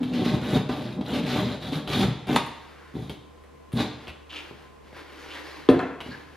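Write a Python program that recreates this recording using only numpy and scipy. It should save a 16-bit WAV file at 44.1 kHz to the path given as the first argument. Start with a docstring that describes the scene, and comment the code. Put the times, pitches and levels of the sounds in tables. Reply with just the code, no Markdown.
"""A utility knife trims the edge of a hole in a plasterboard wall; the last shaving snaps off.
Gypsum crumbles under the short strokes while the blade's stick-slip drums on the hollow wall.
Fingers bump and wipe the edge. Off to the left something slides and is set down with a knock.
The bare room rings, and a distant machine hums faintly."""
import sys
import numpy as np
from scipy import signal
from scipy.fft import rfft, irfft, next_fast_len
from scipy.io import wavfile
from scipy.ndimage import uniform_filter1d, map_coordinates

SR = 44100
rng = np.random.default_rng(int(sys.argv[2]) if len(sys.argv) > 2 else 0)


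def file_out(sig):
    """Save sig as 16-bit WAV at sys.argv[1]."""
    # one column per channel
    cols = np.atleast_2d(sig).T
    # limit, then scale
    lim = np.clip(cols, -1, 1)
    pcm = np.round(lim * 32767).astype(np.int16)
    wavfile.write(sys.argv[1], SR, pcm)


N = 280476

ATTACK_S, RELEASE_DB_PER_S = 0.03, 334
JUDDER_SWELL_RATIO, JUDDER_RELEASE_DB_PER_S = 2.14, 258
# Knife strokes, then finger wipes:
# start_s, length_s, rasp_db, swell_db, judder_db, dust_db, ring_hz, ring_db
STROKES = [(-0.009, 0.14, -44.5, 1, -34, -18, 3670, -4.5), (0.11, 0.13, -39.5, 2, -24.5, -17, 3140, -4.5),
           (0.223, 0.13, -33.5, 2.5, -22.5, -20, 3750, -6), (0.394, 0.17, -32.5, 9.5, -28, -18.5, 3600, -7),
           (0.687, 0.24, -39, -6, -32, -18.5, 3700, -7), (1.034, 0.13, -34.5, 8.5, -31.5, -17, 2800, -20),
           (1.233, 0.17, -31.5, 7.5, -28, -19, 3440, -7.5),
           (1.399, 0.15, -35.5, -5.5, -29.5, -21, 3640, -6.5),
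           (1.594, 0.093, -39, 3.5, -32.5, -15, 3740, -2.5),
           (1.705, 0.073, -33.5, -2.5, -27.5, -14.5, 3730, -5),
           (1.865, 0.16, -30, 6.5, -26.5, -14, 3710, -3), (2.264, 0.091, -28.5, 2, -26, -19, 3920, -16),
           (2.934, 0.21, -50.5, -8, -40.5, -11, 3740, -3.5), (3.731, 0.036, -42, 6, -30, -6.5, 3580, -22),
           (3.752, 0.057, -29.5, 6, -32.5, -18, 3930, -5)]
# Blade stuck between strokes: start_s, length_s, judder_db
STALLS = [(-0.02, 0.02, -20.5), (0.097, 0.02, -23), (0.946, 0.059, -24.5), (1.165, 0.05, -22),
          (1.82, 0.04, -31)]
def stroke_envelopes():
    """A stroke drives judder, rasp and a share of dust; a stall drives only judder."""
    judder, rasp, dust = np.zeros((3, N))
    for start_s, length_s, rasp_db, swell_db, judder_db, dust_db, _, _ in STROKES:
        bite = push(start_s, length_s, rasp_db, swell_db, ATTACK_S, RELEASE_DB_PER_S)
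        rasp = np.maximum(rasp, bite)
        dust = np.maximum(dust, bite * amp(dust_db))
        shake = push(start_s, length_s, judder_db, JUDDER_SWELL_RATIO * swell_db,
                     ATTACK_S, JUDDER_RELEASE_DB_PER_S)
        judder = np.maximum(judder, shake)
    for start_s, length_s, judder_db in STALLS:
        shake = push(start_s, length_s, judder_db, 0, ATTACK_S, JUDDER_RELEASE_DB_PER_S)
        judder = np.maximum(judder, shake)
    return judder, rasp, dust / (rasp + 1e-12)


# Crumbling gypsum spectrum: freq_hz, level_db
RASP_SPECTRUM = [(150, -61), (400, 13.5), (700, 10.5), (1100, 6), (2000, 3.5), (2800, 3), (3500, 7.5),
                 (4100, 3), (4600, -6), (5700, -36.5), (7200, -31.5), (8300, -32), (15500, -64.5)]
# Fine dust spectrum: freq_hz, level_db
DUST_SPECTRUM = [(3000, -13), (6000, 8.5), (8500, 2.5), (10300, 10.5), (12300, 6.5), (13800, -2),
                 (15500, -5)]
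def knife_scrape():
    """The blade judders and breaks gypsum in puffs of grains; both shake the wall."""
    judder, rasp, dust_share = stroke_envelopes()
    kicks = stick_slip(rate_hz=200.2, scatter=0.17, spread_db=4)
    breaks = grains(rate_hz=840, spread_db=-1.5)
    puff_pole = np.exp(-1 / (0.0054 * SR))
    puffs = unit(signal.lfilter([1], [1, -puff_pole], np.abs(breaks) + kicks))
    grit = grains(rate_hz=2400, spread_db=0.5) * (2.7 + puffs)
    crumbs = unit(coloured(grit, RASP_SPECTRUM)) * amp(-4.5)
    fine_grit = grains(rate_hz=2200, spread_db=3) * (0.5 + puffs)
    dust = unit(coloured(fine_grit, DUST_SPECTRUM)) * amp(-6)
    sprung = resonant(kicks, [(201, 220, 0)])  # springy grip
    drumming = judder * unit(hollow_wall(sprung)) * amp(-3.5)
    drumming += rasp * unit(hollow_wall(breaks)) * amp(1.43)
    hardness = amp(1.23 * wobble(55))
    cutting = rasp * (crumbs + dust_share * dust) + edge_ring(grit)
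    return drumming + hardness * cutting + crunches() + rasp * crumb_crackle()


def stick_slip(rate_hz, scatter, spread_db):
    """The blade catches and lets go in uneven kicks, rms 1."""
    cycles = np.cumsum(rate_hz * np.exp(scatter * wobble(150))) / SR
    slips = np.diff(np.floor(cycles), prepend=0)
    return unit(slips * amp(spread_db * wobble(200)))


# Wall modes: pitch_hz, width_hz, gain_db
WALL_MODES = [(68, 3.1, -27), (91, 14, -6), (125.8, 9.7, 4.5), (151.1, 11.8, 4), (182.3, 38, -4),
              (246.8, 28.2, 1.5), (276.5, 5.6, -3.5), (294.4, 11.6, -2), (346, 12.7, -3.5), (410, 57, -9.5),
              (469, 11, -11), (581, 5.4, -2), (607, 6.3, -2.5), (740.6, 18, -3), (830, 110, -14)]
def hollow_wall(force):
    """The heavy wall answers with low modes and damps the treble."""
    return filtered(resonant(force, WALL_MODES), lambda hz: 1 / (1 + 1j * hz / 1400) ** 3)


EDGE_BAND_HZ = 970
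# Cut edge modes: pitch_ratio, width_hz, gain_db
EDGE_MODES = [(.93, 287, -0.5), (1.0, 258, -4.5), (1.07, 260, -8.2)]
def edge_ring(grit):
    """The edge rings higher or lower depending on where a stroke meets it."""
    out = np.zeros(N)
    for start_s, length_s, rasp_db, swell_db, _, _, ring_hz, ring_db in STROKES:
        span = slice(max(round(start_s * SR), 0), round((start_s + length_s + 0.3) * SR))
        modes = [(ring_hz * ratio, width_hz, db) for ratio, width_hz, db in EDGE_MODES]
        ring = resonant(resonant(grit[span], modes), [(ring_hz, EDGE_BAND_HZ, 0)])
        bite = push(start_s, length_s, rasp_db + ring_db, swell_db, ATTACK_S, RELEASE_DB_PER_S)
        out[span] += unit(ring) * bite[span]
    return out


# Lumps breaking: start_s, length_s, level_db, attack_s
CRUNCHES = [(0.123, 0.085, -41.5, 0.013), (0.241, 0.021, -33.5, 0.011), (0.271, 0.041, -40, 0.0073),
            (0.543, 0.0074, -46, 0.003), (0.566, 0.014, -44, 0.006), (0.688, 0.0065, -36, 0.0059),
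            (1.126, 0.038, -35, 0.019), (1.179, 0.02, -39, 0.0051), (1.228, 0.01, -41, 0.004),
            (1.258, 0.021, -41, 0.0049), (1.285, 0.031, -34, 0.01), (1.313, 0.053, -39.5, 0.008),
            (1.412, 0.025, -54, 0.0093), (1.621, 0.0083, -41, 0.0044), (1.723, 0.016, -40, 0.0054),
            (1.909, 0.011, -33.5, 0.0067), (1.925, 0.012, -31.5, 0.006), (1.998, 0.024, -33, 0.008),
            (2.355, 0.01, -25.5, 0.0056), (3.798, 0.027, -37, 0.0054)]
# Coarse grain spectrum: freq_hz, level_db
CRUNCH_SPECTRUM = [(300, -28), (1000, 0.5), (2500, 6), (4000, 4), (5200, -2.5), (7000, -15.5), (8500, -18),
                   (10500, -20), (12500, -18), (14000, -26), (15500, -37)]
def crunches():
    """Lumps of gypsum give way in bright clusters of coarse grains."""
    bursts = sum(push(start_s, length_s, db, swell_db=-3.5, attack_s=attack_s, release_db_per_s=900)
                 for start_s, length_s, db, attack_s in CRUNCHES)
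    return bursts * unit(coloured(grains(rate_hz=2200, spread_db=2.5), CRUNCH_SPECTRUM))


# Crumb sizes: pitch_hz, width_hz, level_db
CRUMB_BANDS = [(1474, 950, -14), (2460, 1150, -15.5), (3750, 880, -12), (4770, 740, -20.5),
               (5230, 670, -30), (6600, 1600, -28.5), (9900, 1240, -38), (12130, 2000, -35)]
def crumb_crackle():
    """Larger crumbs pop off singly, each size at its own pitch."""
    return sum(unit(band_passed(grains(rate_hz=110, spread_db=4), pitch_hz, width_hz)) * amp(db)
               for pitch_hz, width_hz, db in CRUMB_BANDS)


# Shaving cracks: start_s, level_db
CRACKS = [(2.357, -26), (2.362, -11), (2.3688, -19.5), (2.377, -24)]
# Crack spectrum: freq_hz, level_db
CRACK_SPECTRUM = [(150, -20), (600, -2), (950, 4.5), (1300, -4.5), (1800, 0), (3500, -5.5), (5500, -25),
                  (8000, -20.5), (11000, -19), (13000, -30), (15500, -40)]
# Knife modes: pitch_hz, width_hz, gain_db
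KNIFE_MODES = [(920, 72, 0), (1092, 45, 5.5), (1213, 36, 13), (1760, 500, -11)]
def shaving_snap():
    """The shaving breaks in sharp cracks that ring the whole knife."""
    out = np.zeros(N)
    for start_s, level_db in CRACKS:
        crack = coloured(contact(t60_s=0.0095, roughness=0.15), CRACK_SPECTRUM)
        add(out, start_s, crack + resonant(crack, KNIFE_MODES), level_db)
    return out


PATCH_WIDTH_HZ, PATCH_DB = 81, 3.5
# Hand and knife bumps: start_s, level_db, contact_s, pitch_hz
BUMPS = [(0.05, -26.5, 0.00054, 151), (0.332, -19.5, 0.00016, 162), (0.345, -16, 0.00033, 236),
         (0.537, -14, 0.00022, 186), (0.569, -14, 0.000055, 129), (0.694, -16.5, 0.000022, 282),
         (1.011, -21.5, 0.000033, 296), (1.361, -13.5, 0.0001, 232), (1.43, -16.5, 0.000045, 145),
         (2.051, -18.5, 0.0011, 140), (2.084, -18.5, 0.0007, 136), (2.296, -14, 0.000068, 297),
         (2.953, -24, 0.00027, 278), (2.967, -20.5, 0.0004, 293), (2.994, -24.5, 0.00084, 144),
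         (3.102, -27, 0.00015, 386), (3.736, -17.5, 0.00064, 125), (3.809, -21, 0.00012, 246),
         (4.084, -35, 0.000032, 680), (4.511, -30.5, 0.000064, 387), (4.93, -34, 0.00003, 636),
         (6.062, -28.5, 0.00013, 280), (6.089, -27.5, 0.00061, 258)]
def wall_bumps():
    """Longer contact favours lower wall modes; the pushed patch adds its own pitch."""
    out, t = np.zeros(N), np.arange(SR // 2) / SR
    for start_s, level_db, contact_s, pitch_hz in BUMPS:
        thud = hollow_wall(t * np.exp(-t / contact_s))
        patch = resonant(thud, [(pitch_hz, PATCH_WIDTH_HZ, PATCH_DB)])
        add(out, start_s, thud + patch, level_db)
    return out


CHIP_HZ, CHIP_WIDTH_HZ = 10000, 3200
# Blade, crumb and tool ticks: start_s, level_db, ring_hz, chip_db
TICKS = [(0.032, -29, 3330, -5), (0.039, -39, 3420, -8), (0.695, -27, 860, -18), (0.697, -27, 1640, -25),
         (1.011, -33.5, 3730, -9), (1.876, -26.5, 3620, -4), (2.032, -19.5, 3650, -20),
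         (2.271, -32.5, 3700, -1), (2.463, -38, 3700, 7), (3.096, -32, 3400, -1.5), (3.438, -47.5, 2080, 0),
         (3.72, -40, 2670, 1), (3.729, -37, 3700, 8), (4.072, -35.5, 2850, -25), (4.08, -30, 2800, -29),
         (4.094, -34, 2800, -25), (4.928, -44.5, 1900, -14), (5.696, -24.5, 3680, -3.5),
         (6.005, -29, 2900, -13), (6.011, -30.5, 2970, -5.5)]
def ticks():
    """Small hard contacts ring briefly; flying chips add thin treble."""
    out = np.zeros(N)
    tap_spectrum = [(200, 19.5), (1000, 12), (4000, 2), (7000, -16), (12000, -15), (15500, -48)]
    for start_s, level_db, ring_hz, chip_db in TICKS:
        hit = contact(t60_s=0.048, roughness=0.14)
        tap = coloured(hit, tap_spectrum)
        ring = resonant(tap, [(ring_hz, ring_hz / 3, 5)])
        chip = band_passed(hit, CHIP_HZ, CHIP_WIDTH_HZ) * amp(chip_db)
        add(out, start_s, tap + ring + chip, level_db)
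    return out


# Landing and rebounds: start_s, ring_db, clack_db, low_cut_hz, ping_hz, ping_db
KNOCKS = [(5.6886, -3, -9, 90, 3380, -17.5), (5.743, -27.5, 4.5, 450, 780, -25),
          (5.792, -34, 11, 690, 4080, -31), (5.798, -34.5, 7.5, 950, 1350, -21),
          (5.803, -34, 7.5, 990, 1700, -34), (5.811, -36, 3, 795, 1290, -27)]
# Struck board modes and the room's low boom (last two rows): pitch_hz, level_db, t60_s
KNOCK_MODES = [(263.5, -3.5, 0.17), (390, 6.5, 0.017), (489, -9, 0.096), (583, -18, 0.18),
               (750, -34, 0.057), (1008, -25, 0.09), (1780, -21, 0.036), (101, -19.5, 0.51),
               (146, -23, 0.35)]
# Edge clack spectrum: freq_hz, level_db
CLACK_SPECTRUM = [(60, -27), (150, 15), (400, 12.5), (800, 5), (1300, -0.5), (1900, -6.5), (2600, -13),
                  (3800, -25), (5500, -33), (8000, -41), (11000, -49), (15500, -84)]
def knocks():
    """An object lands, ringing a board and the room's low modes; rebounds clack more thinly."""
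    body, clacks = np.zeros((2, N))
    t = np.arange(SR // 2) / SR
    ring = sum((-1) ** k * amp(db - 60 * t / t60_s) * np.sin(2 * np.pi * hz * t)
               for k, (hz, db, t60_s) in enumerate(KNOCK_MODES))
    ring = high_passed(ring, cutoff_hz=147)  # the board radiates little bass
    for start_s, ring_db, clack_db, low_cut_hz, _, _ in KNOCKS:
        add(body, start_s, ring, ring_db)
        clack = coloured(contact(t60_s=0.076, roughness=0.34), CLACK_SPECTRUM)
        add(clacks, start_s, high_passed(clack, low_cut_hz), ring_db + clack_db)
    thud = room(body, NEAR_SPREAD, wet_db=-6.5, early_db=-15) * amp(3.5)
    return thud + room(clacks, NEAR_SPREAD, wet_db=-2.5, early_db=-14) * amp(4.5)


PING_ATTACK_S, PING_T60_S = 0.00065, 0.0079
def knock_pings():
    """Each knock's hard contact point gives a short crack around one pitch."""
    out, t = np.zeros(N), np.arange(SR // 2) / SR
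    envelope = (1 - np.exp(-t / PING_ATTACK_S)) * amp(-60 * t / PING_T60_S)
    for start_s, _, _, _, hz, level_db in KNOCKS:
        tone = envelope * np.sin(2 * np.pi * hz * t)
        spectrum = [(500, -20), (hz, 0), (1.9 * hz, -6), (2 * hz, -22), (12000, -30), (15500, -54)]
        crack = coloured(contact(t60_s=0.011, roughness=0.92), spectrum)
        add(out, start_s, unit(tone) + unit(crack) * amp(-8.5), level_db)
    return out


# Sliding moves: start_s, length_s, level_db, swell_db
SLIDES = [(2.42, 0.53, -51, -8), (3.964, 0.083, -48, 3), (4.29, 0.21, -43.5, -7), (4.45, 0.2, -52, 1),
          (4.812, 0.095, -52, -1), (4.908, 0.089, -43.5, 6), (5.017, 0.39, -43, 8.5),
          (5.404, 0.26, -42.5, -6.5), (6.014, 0.21, -44, -10), (6.2, 0.18, -52, 7)]
# Friction spectrum: freq_hz, level_db
SLIDE_SPECTRUM = [(120, -64), (200, -44), (231, -27), (298, 1), (376, -3), (636, -11.5), (946, -6.5),
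                  (1170, -9), (1690, -7.5), (4640, -18.5), (7970, -34.5), (12300, -29.5), (15000, -56)]
# Scuffs and squeaks: start_s, length_s, level_db, pitch_hz, half_width_hz
SCUFFS = [(2.717, 0.2, -56, 1470, 328), (3.1, 0.039, -55, 3400, 1780), (4.066, 0.03, -62, 2930, 1160),
          (4.292, 0.087, -42, 2970, 606), (4.353, 0.064, -39.5, 2700, 660), (5.168, 0.1, -59, 4940, 1400),
          (5.41, 0.2, -56.5, 4350, 1000), (5.279, 0.1, -43.5, 2860, 684), (5.335, 0.07, -41, 1910, 404),
          (6.097, 0.044, -49.5, 4270, 384), (6.11, 0.047, -40.5, 1645, 158)]
def sliding():
    """A sliding object sheds fine friction noise; scuffs catch a resonance."""
    moves = np.max([push(*move, attack_s=0.055, release_db_per_s=185) for move in SLIDES], axis=0)
    envelope = moves * amp(0.47 * wobble(22) - 2.5)
    out = envelope * unit(coloured(grains(rate_hz=3900, spread_db=-1), SLIDE_SPECTRUM))
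    friction = grains(rate_hz=3600, spread_db=5.5)
    for start_s, length_s, level_db, pitch_hz, half_width_hz in SCUFFS:
        span = slice(round(start_s * SR), round((start_s + length_s) * SR))
        rub = unit(band_passed(friction[span], pitch_hz, 2 * half_width_hz))
        out[span] += amp(level_db) * rub * np.hanning(len(rub)) ** 0.25
    return out


# Stereo spread of near sources: freq_hz, side_re_mid_db
NEAR_SPREAD = [(60, -28), (130, -27), (260, -14), (2000, -12.5), (4400, -11.5), (6400, 0.5), (9000, -5),
               (12500, -2)]
# Stereo spread of far sources: freq_hz, side_re_mid_db
FAR_SPREAD = [(60, -12), (120, -5), (220, 5), (500, 2.5), (1300, -4.5), (4000, -4.5), (12000, 1)]
# Room decay: freq_hz, t60_s
ROOM_DECAY = [(100, 0.5), (300, 0.53), (1000, 0.74), (3500, 0.73), (7000, 0.59), (14000, 0.26)]
def room(x, spread, wet_db, early_db):
    """Direct sound, early reflections off near walls and the bare room's tail."""
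    hz, t, spectra = signal.stft(rng.standard_normal((2, SR)), SR, nperseg=256)
    decay = amp(-60 * t / along(ROOM_DECAY, hz)[:, None])
    build_up = 1 - np.exp(-t / 0.0068)
    tail = signal.istft(spectra * decay * build_up, SR, nperseg=256)[1]
    t = np.arange(tail.shape[1]) / SR
    early = rng.standard_normal(tail.shape) * (t > 0.002) * amp(-60 * t / 0.11)
    tail *= amp(wet_db) / np.linalg.norm(tail[0])
    early *= amp(early_db) / np.linalg.norm(early[0])
    reflections = signal.fftconvolve(x[None], diffuse(tail + early, spread), axes=1)[:, :N]
    return (x + reflections) / np.sqrt(1 + amp(wet_db) ** 2 + amp(early_db) ** 2)


def travelling(x, places, step_s, wet_db, early_db):
    """The room answers each place of the blade along the edge differently."""
    place = np.floor(np.arange(N) / SR / step_s) % places
    fades = (uniform_filter1d(1.0 * (place == k), size=600) for k in range(places))
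    return sum(room(x * fade, NEAR_SPREAD, wet_db, early_db) for fade in fades)


DRONE_HZ = 73.8
# Machine hum bands: pitch_hz, width_hz, level_db
HUM_BANDS = [(146, 24, -64.5), (1027, 10, -63.5), (1070, 89, -67.5), (473, 45, -66.5)]
# Still air spectrum: freq_hz, level_db
AIR_SPECTRUM = [(20, 16), (45, 12.5), (80, -4), (115, -8), (200, 3.5), (450, 4), (650, -0.5), (1400, -5.5),
                (2100, -8), (5000, -19), (12500, -28), (15000, -41)]
def hum_and_air():
    """A distant machine's wavering hum over still air."""
    air = noise(lambda hz: amp(along(AIR_SPECTRUM, hz))) * amp(-53.5)
    phase = 2 * np.pi * DRONE_HZ * np.arange(N) / SR + 0.52 * wobble(8.3)
    drone = unit(np.sin(phase) * amp(0.91 * wobble(6.5))) * amp(-55.5)
    hum = sum(amp(db) * noise(lambda hz: 1 / (1 + (2 * (hz - pitch_hz) / width_hz) ** 2))
              for pitch_hz, width_hz, db in HUM_BANDS)
    return drone + diffuse(air + hum, FAR_SPREAD)


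def push(start_s, length_s, level_db, swell_db, attack_s, release_db_per_s):
    """Gain of one movement: attack, sloping hold, release."""
    t = np.arange(N) / SR - start_s
    hold_db = level_db + swell_db * (np.clip(t / length_s, 0, 1) - 0.5)
    release_db = release_db_per_s * np.clip(t - length_s, 0, 1)
    return np.clip(t / attack_s, 0, 1) * amp(hold_db - release_db)


def contact(t60_s, roughness):
    """One sharp kick, then decaying grit."""
    t = np.arange(SR // 2) / SR
    return (t == 0) + roughness * rng.standard_normal(len(t)) * amp(-60 * t / t60_s)


def grains(rate_hz, spread_db):
    """Random impulses of uneven size, rms 1."""
    impulses = (rng.random(N) < rate_hz / SR) * rng.choice([-1, 1], N)
    return unit(impulses * amp(spread_db * np.clip(rng.standard_normal(N), -2, 2)))


def noise(response):
    """Two unrelated filtered noises, rms 1."""
    return unit(filtered(rng.standard_normal((2, N)), response))


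def wobble(rate_hz):
    """Smooth curve through random knots."""
    knots = rng.standard_normal(int(N * rate_hz / SR) + 4)
    return map_coordinates(knots, [np.arange(N) * rate_hz / SR])


def amp(db):
    return 10 ** (np.asarray(db) / 20)


def unit(x):
    return x / np.sqrt(np.mean(x ** 2) + 1e-20)


def along(points, hz):
    """Interpolate (freq_hz, value) points on a log axis."""
    freq_hz, values = np.transpose(points)
    return np.interp(np.log(hz + 1), np.log(freq_hz + 1), values)


def add(track, start_s, x, peak_db):
    """Mix x into the track."""
    part = track[max(round(start_s * SR), 0):][:len(x)]
    part += (amp(peak_db) * x / np.abs(x).max())[:len(part)]


def filtered(x, response):
    """Apply a complex frequency response."""
    length = x.shape[-1]
    size = next_fast_len(length + SR // 2)
    return irfft(rfft(x, size) * response(np.fft.rfftfreq(size, 1 / SR)), size)[..., :length]


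def coloured(x, spectrum):
    """Minimum-phase filter from (freq_hz, level_db) points."""
    size = 4096
    cepstrum = irfft(np.log(amp(along(spectrum, np.fft.rfftfreq(size, 1 / SR)))))
    fold = np.r_[1, np.full(size // 2 - 1, 2), np.zeros(size // 2)]
    impulse_response = irfft(np.exp(rfft(cepstrum * fold)))
    return signal.fftconvolve(x, impulse_response)[:len(x)]


def resonant(x, modes):
    """Parallel (pitch_hz, width_hz, gain_db) resonances."""
    return filtered(x, lambda hz: sum(
        amp(db) * 1j * hz * width / (pitch ** 2 - hz ** 2 + 1j * hz * width)
        for pitch, width, db in modes))


def band_passed(x, pitch_hz, width_hz):
    """Two equal resonances in series."""
    mode = [(pitch_hz, width_hz, 0)]
    return resonant(resonant(x, mode), mode)


def high_passed(x, cutoff_hz, order=2):
    return signal.sosfilt(signal.butter(order, cutoff_hz, "high", fs=SR, output="sos"), x)


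def diffuse(pair, spread):
    """Two unrelated signals as mid and side, mixed to left and right."""
    side = filtered(pair[1], lambda hz: amp(along(spread, hz)))
    return np.array([pair[0] + side, pair[0] - side])


def from_left(pair, lead_s):
    """Sound reaches the left channel first."""
    return filtered(pair, lambda hz: np.exp(1j * np.pi * hz * lead_s * np.array([[1], [-1]])))


def scene():
    """Work at the wall, the object to the left and the hum, in one room."""
    thuds = room(wall_bumps(), NEAR_SPREAD, wet_db=-5, early_db=-7) * amp(1.5)
    scrape = travelling(knife_scrape(), places=4, step_s=0.14, wet_db=-5.5, early_db=-3.5)
    taps = room(ticks(), NEAR_SPREAD, wet_db=-5, early_db=-2.5) * amp(8)
    snap = room(shaving_snap(), NEAR_SPREAD, wet_db=-8, early_db=-3) * amp(8)
    at_wall = (scrape + thuds + taps + snap) * amp([[0.25], [-0.25]])
    aside = knocks() + room(sliding(), FAR_SPREAD, wet_db=-9, early_db=-11.5)
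    aside += room(knock_pings(), NEAR_SPREAD, wet_db=-10, early_db=-13)
    aside = from_left(aside, lead_s=0.000025) * amp([[0.55], [-0.55]])
    return at_wall + aside + hum_and_air()


def record(dry):
    """Roll off the deep bass and cut the top treble."""
    return filtered(high_passed(dry, cutoff_hz=55, order=3), lambda hz: hz < 15750)


dry = scene()
out = record(dry)
file_out(out)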